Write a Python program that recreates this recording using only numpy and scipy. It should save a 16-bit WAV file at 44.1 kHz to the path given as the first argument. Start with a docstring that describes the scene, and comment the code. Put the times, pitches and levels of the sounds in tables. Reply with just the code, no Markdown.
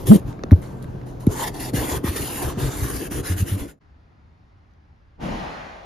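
"""In a room with ventilation rumble and drones, a broad felt marker writes on a corrugated cardboard box beside two ports.
The felt's drag is shaped noise that also shakes the panel; little contacts are noise bursts through the barrel's modes;
the tip's buzz over the flutes is a few harmonics at the crossing rate; its landings are falling sweeps on the panel.
The sound fades out; then, in a quiet empty room, two faint clicks use the contacts' noise bursts again,
and a distant thump swells and dies away as four bands of noise."""
import sys
import numpy as np
from scipy import signal
from scipy.fft import rfft, irfft, next_fast_len
from scipy.io import wavfile
from scipy.ndimage import uniform_filter1d, map_coordinates

SR = 44100
rng = np.random.default_rng(int(sys.argv[2]) if len(sys.argv) > 2 else 0)


def natural_amplitude(level_db):
    """Convert a level in decibels to a linear amplitude factor, elementwise."""
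    exponent = np.asarray(level_db, float) / 20
    return 10 ** exponent


def wav_out(sig):
    """Save sig, one row per channel (or a flat mono array), as 16-bit PCM at SR to the path in sys.argv[1]."""
    wavfile.write(sys.argv[1], SR, np.round(np.clip(np.atleast_2d(sig).T, -1, 1) * 32767).astype(np.int16))


N = 257984

# Modes of the cardboard panel. Each row: centre in Hz, width in Hz, relative level in dB.
PANEL_MODES = [(92, 84, -6.5), (124, 32, -9), (275, 70.7, -6.5), (383, 160, -7.5), (514.4, 211, -13.5)]
# Air of the two rooms. Each row: time in seconds, first room's level in dB, second room's level in dB.
AIR_LEVELS = [(0, -34, -120), (3.66, -38, -120), (3.74, -52.5, -120), (3.79, -63, -120), (3.797, -120, -74),
              (3.815, -120, -51.5), (5.85, -120, -54)]
# Left-right likeness of near sounds, then of far ones. Each row: frequency in Hz, likeness (1 alike, -1 opposed).
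NEAR_LIKENESS = [(60, 0.91), (300, .85), (700, 0.53), (1500, 0.33), (2300, 1), (3600, 0.6), (5000, 0.63),
                 (6500, 0.23)]
FAR_LIKENESS = [(60, 0.98), (300, 0.74), (600, -0.17), (1500, -0.17), (3000, 0.43), (6500, 0.77)]
FIRM_DB = -40.5  # stroke level that counts as firm


def unit(x):
    """Scales to rms 1."""
    return x / np.sqrt(np.mean(x ** 2) + 1e-20)


def along(points, hz):
    """Reads (Hz, value) points on a log frequency axis."""
    f, v = np.transpose(points)
    return np.interp(np.log(hz + 1), np.log(f + 1), v)


def curves(rows):
    """One value per sample for each column after the time."""
    s, *cols = np.transpose(rows)
    return [np.interp(np.arange(N) / SR, s, c) for c in cols]


def wobble(rate):
    """A smooth random curve, rate knots a second."""
    return map_coordinates(rng.standard_normal(int(N * rate / SR) + 4), [np.arange(N) * rate / SR])


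def filtered(x, response):
    """Filters x by a complex response of frequency."""
    m = next_fast_len(N + SR // 2)
    return irfft(rfft(x, m) * response(np.fft.rfftfreq(m, 1 / SR)), m)[..., :N]


def resonances(modes):
    """Causal response of (Hz, width, dB) modes, alternating in sign."""
    def response(f):
        total = 0
        for k, (centre, width, db) in enumerate(modes):
            damping = 1j * f * width
            total = total + (-1) ** k * natural_amplitude(db) * damping / (centre * centre - f * f + damping)
        return total
    return response


def twice(modes):
    """The resonances applied twice, for steeper skirts."""
    return lambda hz: resonances(modes)(hz) ** 2


def colour(spectrum):
    """Gain of (Hz, dB) points."""
    return lambda hz: natural_amplitude(along(spectrum, hz))


def rush(response, alike, patchy_db, grain_db=0, lasting_db=0):
    """Stereo noise of rms 1: grainy, with brief wide patches of random gain and narrow lasting ones."""
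    # Bands of the treble in which left and right noise become fully alike. Each row: frequency in Hz, likeness.
    alike_bands = [(7600, 1), (9100, 1), (9800, .8), (10900, 1), (13000, 1), (13800, .7), (14500, 1)]
    raw = rng.standard_normal((2, N)) * natural_amplitude(grain_db * wobble(1500))
    z = signal.stft(raw, nperseg=512)[2]

    def field(high, long):
        tall = uniform_filter1d(rng.standard_normal(z.shape[1:]), size=high, axis=0)
        return unit(uniform_filter1d(tall, size=long, axis=1))

    gain_db = patchy_db * field(high=6, long=10) + lasting_db * field(high=2, long=36)
    pair = signal.istft(z * natural_amplitude(gain_db), nperseg=512)[1][:, :N]

    def mid_side(hz):
        angle = np.arccos(np.clip(along(alike + alike_bands, hz), -1, 1)) / 2
        return response(hz) * [np.cos(angle), np.sin(angle)]

    mid, side = filtered(pair, mid_side)
    return unit(np.array([mid + side, mid - side]))


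def stroke_gain():
    """The felt's drag on the card, stroke by stroke."""
    # One table a stroke. Each row: time in seconds, level in dB before the layer trims.
    strokes = [
        [(0.056, -58), (0.072, -37), (0.164, -39), (0.188, -60), (0.2, -56)],
        [(1.29, -61), (1.316, -44), (1.352, -44.5), (1.442, -33.5), (1.46, -41), (1.48, -34.5), (1.51, -58)],
        [(1.51, -57), (1.534, -59), (1.546, -47), (1.588, -48), (1.608, -39), (1.698, -45.5), (1.712, -59.5)],
        [(1.712, -60), (1.726, -64), (1.738, -41), (1.76, -35), (1.864, -39.5), (1.9, -35.5), (1.97, -39.5),
         (1.995, -56)],
        [(1.995, -59), (2.027, -66.5), (2.045, -41), (2.089, -35.5), (2.113, -44.5), (2.155, -42.5),
         (2.163, -36.5), (2.3, -42.5)],
        [(2.3, -40), (2.416, -40.5), (2.422, -36.5), (2.508, -43), (2.545, -52)],
        [(2.545, -52.5), (2.565, -53), (2.585, -44), (2.623, -37.5), (2.701, -43), (2.823, -42), (2.839, -39.5),
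         (2.9, -43)],
        [(2.9, -39), (2.912, -45), (2.968, -40), (2.978, -44), (3.074, -44), (3.095, -66)],
        [(3.095, -66.5), (3.113, -42), (3.121, -39.5), (3.207, -43), (3.225, -61.5)],
        [(3.225, -58), (3.239, -46.5), (3.267, -38), (3.329, -41.5), (3.36, -52)],
        [(3.36, -52.5), (3.38, -40), (3.408, -39.5), (3.452, -55), (3.455, -50.5)],
        [(3.455, -52.5), (3.485, -41.5), (3.555, -47), (3.565, -54), (3.58, -51.5)],
        [(3.58, -51), (3.598, -45.5), (3.636, -50), (3.672, -59.5), (3.69, -53.5), (3.708, -55), (3.762, -90),
         (3.79, -90)],
    ]
    t = np.arange(N) / SR
    total = sum((t >= rows[0][0]) * (t < rows[-1][0]) * natural_amplitude(curves(rows)[0]) for rows in strokes)
    return (t > strokes[0][0][0]) * total


def brush_gains():
    """Fingers and sleeve brush the card: quick rise, hold, exponential fall; gains of the hiss and of the fizz."""
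    # Each row: start in seconds, hiss in dB before trims, hold in seconds, t60 in seconds, fizz in dB over the hiss.
    brushes = [(0, -59, 0.0091, 0.25, 3), (0.27, -57.5, .045, 0.13, -9), (0.614, -53.5, 0.018, 0.47, -2),
               (0.693, -73.5, 0.3, 0.28, -5), (0.818, -64.5, 0.02, 0.063, 1),
               (1.057, -61.5, .04, 0.3, -1.5), (1.196, -60, .045, .1, 1.5), (0.51, -56, .012, .06, -8),
               (.18, -62, .01, .3, 3), (1.261, -54, .012, .08, 3)]
    rise_s = 0.0073
    t, hiss, fizz = np.arange(N) / SR, 0, 0
    for s, db, hold, t60, fizz_db in brushes:
        fall = natural_amplitude(db - 60 * np.clip(t - s - hold, 0, None) / t60)
        gain = fall * np.clip((t - s) / rise_s + (s == 0), 0, 1)  # one at zero is already under way
        hiss = hiss + gain
        fizz = fizz + gain * natural_amplitude(fizz_db)
    return hiss, fizz


def felt():
    """Fibres tear at the felt as hiss and fizz; the card's ring and rasp change as the tip travels."""
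    # Hiss spectrum, then fizz spectrum. Each row: frequency in Hz, relative level in dB.
    hiss_spectrum = [(1000, -30.5), (1400, -15), (1800, -5), (2050, -4.5), (2300, -9.5), (2850, -3.5),
                     (3500, -5), (4200, -6.5), (5200, -8), (7000, -5), (8300, -0.5), (10000, -31.5)]
    fizz_spectrum = [(7000, -25.5), (8300, -2), (9500, 1.5), (11000, -3), (12500, -4.5), (15900, -5)]
    # Rasp modes of the card's face, applied twice. Each row: centre in Hz, width in Hz, level in dB, each for one pass.
    rasp_modes = [(693, 670, 0.5), (1034, 530, 3), (1315, 1100, -0.5)]
    # The ringing mode of the card's face, applied twice: centre in Hz, width in Hz for one pass.
    ring_mode = (1824, 400)
    # Each row: time in seconds, ring in dB on the stroke level, fizz and rasp in dB on the firm level,
    # share of the upper rasp mode from 0 to 1.
    face_levels = [(.1, -14.5, 3, -4.5, 0.17), (1.35, -5, 2, 7.5, 0.052), (1.62, -4, 1.1, 1.5, 0.072),
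                   (1.9, -5, 2, 4.5, 0.24), (2.15, -0.5, 2.4, 2.5, 0.32), (2.5, -7.5, 3.5, 5, 0.34),
                   (2.535, -6, -10, 3, .3), (2.565, -6, -10, 3, .4), (2.6, -9.5, 3, 1, .45),
                   (2.68, -7, 0, 2.5, 0.54), (2.9, -7.5, 5, 0.5, 0.78), (3.2, -13.5, 1.2, 0.5, 0.8),
                   (3.5, -11, 4.5, 0.5, 0.99), (3.75, -4.5, 0.76, -4.5, 1)]
    fizz_grows, rasp_grows = 1.13, 0.75  # dB gained per dB of stroke
    brush_rasp_db = 10  # over the brush level

    stroke = stroke_gain()
    firm = stroke / natural_amplitude(FIRM_DB)
    brush, brush_fizz = brush_gains()
    ring_db, fizz_db, rasp_db, upper = curves(face_levels)
    drag = natural_amplitude(0.92 * wobble(40))

    hiss = natural_amplitude(3) * drag * rush(colour(hiss_spectrum), NEAR_LIKENESS, patchy_db=2.5, grain_db=1.36, lasting_db=3.0)
    ring = natural_amplitude(ring_db) * rush(twice([(*ring_mode, 0)]), NEAR_LIKENESS, patchy_db=3.5, lasting_db=3.5)

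    fizz = natural_amplitude(3.5) * drag * rush(colour(fizz_spectrum), NEAR_LIKENESS, patchy_db=0.5, grain_db=2.0, lasting_db=3.5)
    fizz_gain = natural_amplitude(FIRM_DB + fizz_db) * firm ** fizz_grows + brush_fizz

    low, high = (rush(twice(modes), NEAR_LIKENESS, patchy_db=2.5, grain_db=3.0, lasting_db=3.5)
                 for modes in (rasp_modes[:2], rasp_modes[2:]))
    rasp = np.sqrt(1 - upper) * low + np.sqrt(upper) * high
    rasp_gain = natural_amplitude(FIRM_DB + rasp_db) * firm ** rasp_grows + natural_amplitude(brush_rasp_db) * brush
    return (stroke + brush) * (hiss + ring) + fizz_gain * fizz + rasp_gain * rasp


def panel_shaking():
    """Drag and heavier pushes shake the panel in lumps: noise in its body modes and in the bass."""
    # Bass spectrum of the panel. Each row: frequency in Hz, relative level in dB.
    bass_spectrum = [(20, -24), (40, -4.5), (60, 8), (100, 0), (140, 4), (200, -44.5)]
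    # Heavier pushes. Each row: centre in seconds, length in seconds, bass in dB, body in dB, before random lumps.
    shoves = [(0.005, 0.094, -23, -38), (0.096, 0.039, -20.5, -32.5), (0.142, 0.065, -26, -20.5),
              (0.282, .06, -33, -44.5), (0.568, .08, -31.5, -40), (1.31, .04, -30, -39),
              (1.797, 0.11, -26.5, -33.5), (1.952, .08, -28, -36), (2.226, 0.055, -29.5, -39.5),
              (2.46, 0.068, -28, -35.5), (2.652, .1, -24.5, -32), (2.81, 0.12, -30, -50),
              (2.983, 0.23, -32.5, -44.5), (3.162, 0.099, -24, -34.5), (3.618, 0.02, -26.5, -49.5)]
    body_db, body_grows, bass_db = -33.5, 0.3, -42  # body at a firm stroke, its dB per dB of stroke, steady bass
    t = np.arange(N) / SR
    fade = natural_amplitude(curves(AIR_LEVELS)[0] - AIR_LEVELS[0][1])
    firm = stroke_gain() / natural_amplitude(FIRM_DB)
    bass_push, body_push = sum(natural_amplitude([[low_db], [high_db]]) * np.exp(-(2 * (t - s) / length) ** 4)
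                               for s, length, low_db, high_db in shoves)
    body_gain = (natural_amplitude(body_db) * firm ** body_grows * fade + body_push) * natural_amplitude(2.9 * wobble(60))
    bass_gain = (natural_amplitude(bass_db) * fade + bass_push) * natural_amplitude(2.0 * wobble(28))
    body = body_gain * rush(resonances(PANEL_MODES[2:]), NEAR_LIKENESS, patchy_db=0.66)
    return body + bass_gain * rush(colour(bass_spectrum), NEAR_LIKENESS, patchy_db=2.75)


def air():
    """Ventilation rumble and swelling narrow drones in the first room, still air in the second."""
    # Spectra of the first and the second room. Each row: frequency in Hz, relative level in dB.
    first_spectrum = [(15, -38.5), (25, -8), (91, -9.5), (157, -7.5), (284, -14), (562, -19), (819, -25),
                      (1660, -36.5), (2000, -42), (7000, -58), (10000, -77.5), (15900, -68)]
    second_spectrum = [(15, -44), (25, -14), (76, -3), (173, -17), (264, -20), (523, -29), (800, -26),
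                       (1300, -30), (1910, -33), (2200, -36), (3000, -43), (5000, -47), (7000, -57),
                       (10000, -64), (15900, -80)]
    # Drones. Each row: pitch in Hz, width in Hz, swollen level in dB before the fade, swell's start and end in seconds.
    drone_rows = [(124, 4.65, -37.5, 0.59, 2.2), (284.6, 5, -39.5, 2.3, 3.65), (1560, .58, -63.5, .5, 1.04)]
    rest_db = -9  # outside the swell
    first_db, second_db = curves(AIR_LEVELS)
    t = np.arange(N) / SR
    drones = 0
    for hz, width, db, a, b in drone_rows:
        swollen = uniform_filter1d(1. * (t > a) * (t < b), size=SR // 10)
        level = natural_amplitude(db + rest_db * (1 - swollen) + 1.5 * wobble(width))
        phase = 2 * np.pi * np.cumsum(hz + .3 * width * wobble(width)) / SR
        drones = drones + level * np.sqrt(2) * np.sin(phase)
    first = natural_amplitude(first_db) * rush(colour(first_spectrum), FAR_LIKENESS, patchy_db=0.73)
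    second = natural_amplitude(second_db) * rush(colour(second_spectrum), FAR_LIKENESS, patchy_db=0.3, lasting_db=1)
    return first + natural_amplitude(first_db - AIR_LEVELS[0][1]) * drones + second


def ticks():
    """Short crackles through three groups of modes, low, middle and high, each tick exciting them by its own shares."""
    # Little contacts of the marker; the last two rows are faint clicks in the second room.
    # Each row: time in seconds, level in dB, dull and bright parts in dB over it, t60 in seconds;
    # the levels are before the group trims.
    tick_rows = [(0.0703, -24, -10, -11, 0.0053), (0.2798, -44, -10, -25, 0.0044),
                 (0.328, -42.5, 3, -35, 0.015), (0.392, -49, 10.5, -35, 0.013),
                 (0.436, -26, 3.5, -43, 0.011), (0.5104, -37, 11, -15.5, 0.0082),
                 (0.5158, -35.5, -2, -13.5, 0.018), (0.5284, -40, 21, -16.5, 0.014),
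                 (0.615, -53, -19, -11, 0.013), (0.6394, -50, 14, -20, 0.016),
                 (0.826, -40.5, -5, -14.5, 0.013), (0.843, -45, 8.5, -12, 0.0095),
                 (1.0141, -49.5, 10, -30, 0.014), (1.033, -51, -16, -30, 0.011),
                 (1.206, -45.5, -18, -8.5, 0.0066), (1.2675, -33, 2.5, -7.5, 0.011),
                 (2.5244, -40.5, 4.5, -13, 0.013), (4.71, -62, -25, -30, .012),
                 (4.736, -59, -25, -30, .012)]
    # Modes of the marker's plastic barrel, lent to the late clicks too, applied twice.
    # Each row: centre in Hz, width in Hz, level in dB, each for one pass.
    barrel_modes = [(1060, 2500, 3.5), (2500, 1900, -0.5), (3690, 680, 2), (6040, 1200, -1),
                    (10330, 6700, 6.5)]
    gates, t = np.zeros((3, N + SR)), np.arange(SR // 10) / SR
    for s, db, dull_db, bright_db, t60 in tick_rows:
        burst = natural_amplitude(db - 60 * t / t60)
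        gates[:, round(s * SR):][:, :len(t)] += burst * natural_amplitude([[dull_db + 6.5], [4], [bright_db + 4.0]])
    crackle = rush(np.ones_like, NEAR_LIKENESS, patchy_db=1)
    groups = barrel_modes[:2], barrel_modes[2:4], barrel_modes[4:]
    return sum(filtered(gate[:N] * crackle, twice(group)) for gate, group in zip(gates, groups))


def flutes():
    """Across the corrugation the tip bumps once a flute: a buzz whose pitch is the pen's speed."""
    # A fast swipe. Each row: time in seconds, flutes a second in Hz, level in dB before the trim.
    swipe = [(.085, 99.74, -25), (.096, 109.7, -9.5), (0.105, 177, -3.5), (.118, 218.7, 2),
             (0.134, 218.7, -2.5), (0.147, 200.5, -13), (.16, 190, -5), (0.175, 181.2, -29.5)]
    # Slower crossings. Each row: start, peak and end in seconds, flutes a second in Hz, peak in dB before the trim.
    crossings = [(1.915, 1.933, 2, 80, -24), (2.07, 2.092, 2.11, 79, -16.5), (3.295, 3.304, 3.39, 90, -17),
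                 (3.385, 3.429, 3.442, 91, -11), (3.512, 3.522, 3.586, 98, -16)]
    # Harmonics of the buzz. Each row: multiple of the flute rate, level in dB.
    overtones = [(1, 0), (2, -14), (3, -24.5)]
    edge_db = -22  # ends of a crossing under its peak
    swipe_lead, crossing_lead = .59, 0.117  # radians of the flute cycle by which the left port leads
    out, t = np.zeros((2, N)), np.arange(N) / SR
    buzzes = [(swipe_lead, swipe)]
    for a, peak, b, hz, db in crossings:
        late = (peak + 2 * b) / 3
        rows = [(a, hz, db + edge_db), (peak, hz, db), (late, hz, db + edge_db / 3), (b, hz, db + edge_db)]
        buzzes.append((crossing_lead, rows))
    for lead, rows in buzzes:
        hz, db = curves(rows)
        phase = 2 * np.pi * np.cumsum(hz * (1 + .03 * wobble(60))) / SR + np.array([[lead / 2], [-lead / 2]])
        buzz = sum(natural_amplitude(level) * np.sin(k * phase) for k, level in overtones)
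        out += (t > rows[0][0]) * (t < rows[-1][0]) * natural_amplitude(db + 2 + .8 * wobble(99)) * buzz
    return out


def knocks():
    """Bending waves run faster in the treble, so each blow arrives as a falling sweep and leaves the panel ringing."""
    # Blows. Each row: time in seconds, level in dB before the trim, first and last pitch in Hz, t60 in seconds.
    blows = [(0.436, -17.5, 506, 200, 0.046), (0.5172, 4, 224, 105, 0.058), (0.524, 9, 130, 89.5, 0.072),
             (1.269, -1.5, 348, 80, 0.069), (1.735, -13.5, 400, 100, .085), (2.039, -12, 398, 90, .07),
             (2.571, -16.5, 313, 85, .07), (3.109, -22.5, 302, 120, 0.051)]
    glide_s, sharp_hz = .0082, 380  # blows that start below sharp_hz glide for less long
    out, t = np.zeros(N + SR), np.arange(SR // 2) / SR
    for s, db, first_hz, last_hz, t60 in blows:
        glide = glide_s * min(1, first_hz / sharp_hz) ** 0.3
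        hz = last_hz + (first_hz - last_hz) * np.exp(-(t / glide) ** 2)
        size = natural_amplitude(db + 4.0 - 60 * t / t60) * (1 - np.exp(-(t / 0.0036) ** 2))
        out[round(s * SR):][:len(t)] -= size * np.sin(2 * np.pi * np.cumsum(hz) / SR)
    return out[:N] + natural_amplitude(-16.5) * filtered(out[:N], resonances(PANEL_MODES))


def thump():
    """A far blow heard only as the empty room's answer: each band swells, holds and falls at its own pace."""
    # Middle, bass, treble and top bands. Each row: start in seconds, peak in dB, rise in seconds, hold in seconds,
    # fall in dB a second.
    band_rows = [(5.18, -33.5, .055, 0.26, 29.5), (5.165, -29.5, .06, 0.1, 49),
                 (5.19, -45.5, .035, .15, 30), (5.19, -56, .035, .05, 55)]
    # Spectrum of the thump. Each row: frequency in Hz, relative level in dB.
    boom_spectrum = [(15, -38), (25, -2.5), (48, 3), (91, -9.5), (185, -1), (290, -7.5), (420, -12),
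                     (600, -6.5), (800, -5), (1050, -11), (1400, -13.5), (2250, -17), (2600, -21.5),
                     (7000, -33.5), (10000, -38.5), (15900, -54)]
    t = np.arange(N) / SR

    def band(lo, hi):
        def response(hz):
            low, high = (hz / lo) ** 4, (hz / hi) ** 4
            return natural_amplitude(along(boom_spectrum, hz)) * np.sqrt(low / (1 + low) / (1 + high))
        return response

    bands = band(440, 4240), band(0.96, 490), band(2650, 7500), band(8500, SR)
    out = 0
    for (s, db, rise, hold, fall_db), shape in zip(band_rows, bands):
        fall = natural_amplitude(db - fall_db * np.clip(t - s - rise - hold, 0, None))
        swell = np.clip((t - s) / rise, 0, 1) ** 2
        out = out + fall * swell * rush(shape, FAR_LIKENESS, patchy_db=0.6, lasting_db=1.5)
    return out


def scene():
    """Every layer summed, ahead of the two ports."""
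    return felt() + panel_shaking() + air() + ticks() + flutes() + knocks() + thump()


def top_cut(x):
    """Nothing passes above the cut-off."""
    return signal.sosfilt(signal.butter(12, 15400, fs=SR, output="sos"), x)


def record(dry):
    """Left and right differ in level and, by the ports up to 6.5 kHz, in phase; the loudest blows clip."""
    # Phase between the ports. Each row: frequency in Hz, radians by which the left leads.
    port_phase = [(100, -0.13), (430, 0.71), (1100, -0.31), (2200, -0.81), (3000, 0.84), (5000, -0.56),
                  (6500, 0.83)]
    # Above the ports' own phase the treble sits on plateaus, opposed or alike in turn.
    # Each row: frequency in Hz, radians by which the left leads.
    treble_plateaus = [(7700, -np.pi), (9000, -np.pi), (10900, -2 * np.pi), (13000, -2 * np.pi),
                       (14500, -3 * np.pi)]
    # Level between the ports. 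Each row: frequency in Hz, left minus right in dB.
    port_lean = [(60, 0.5), (200, 0), (370, 0.5), (680, 4), (1260, -2.5), (2310, 1), (4250, 3.5), (6000, 2)]
    half = np.array([[.5], [-.5]])  # each side takes half the difference

    def response(hz):
        gain = natural_amplitude(half * along(port_lean + [(7500, 0)], hz))
        return gain * np.exp(1j * half * along(port_phase + treble_plateaus, hz))

    ports = filtered(dry, response)
    clipped = ports / (1 + np.abs(ports) ** 12) ** (1 / 12)
    return top_cut(clipped)


dry = scene()
out = record(dry)
wav_out(out)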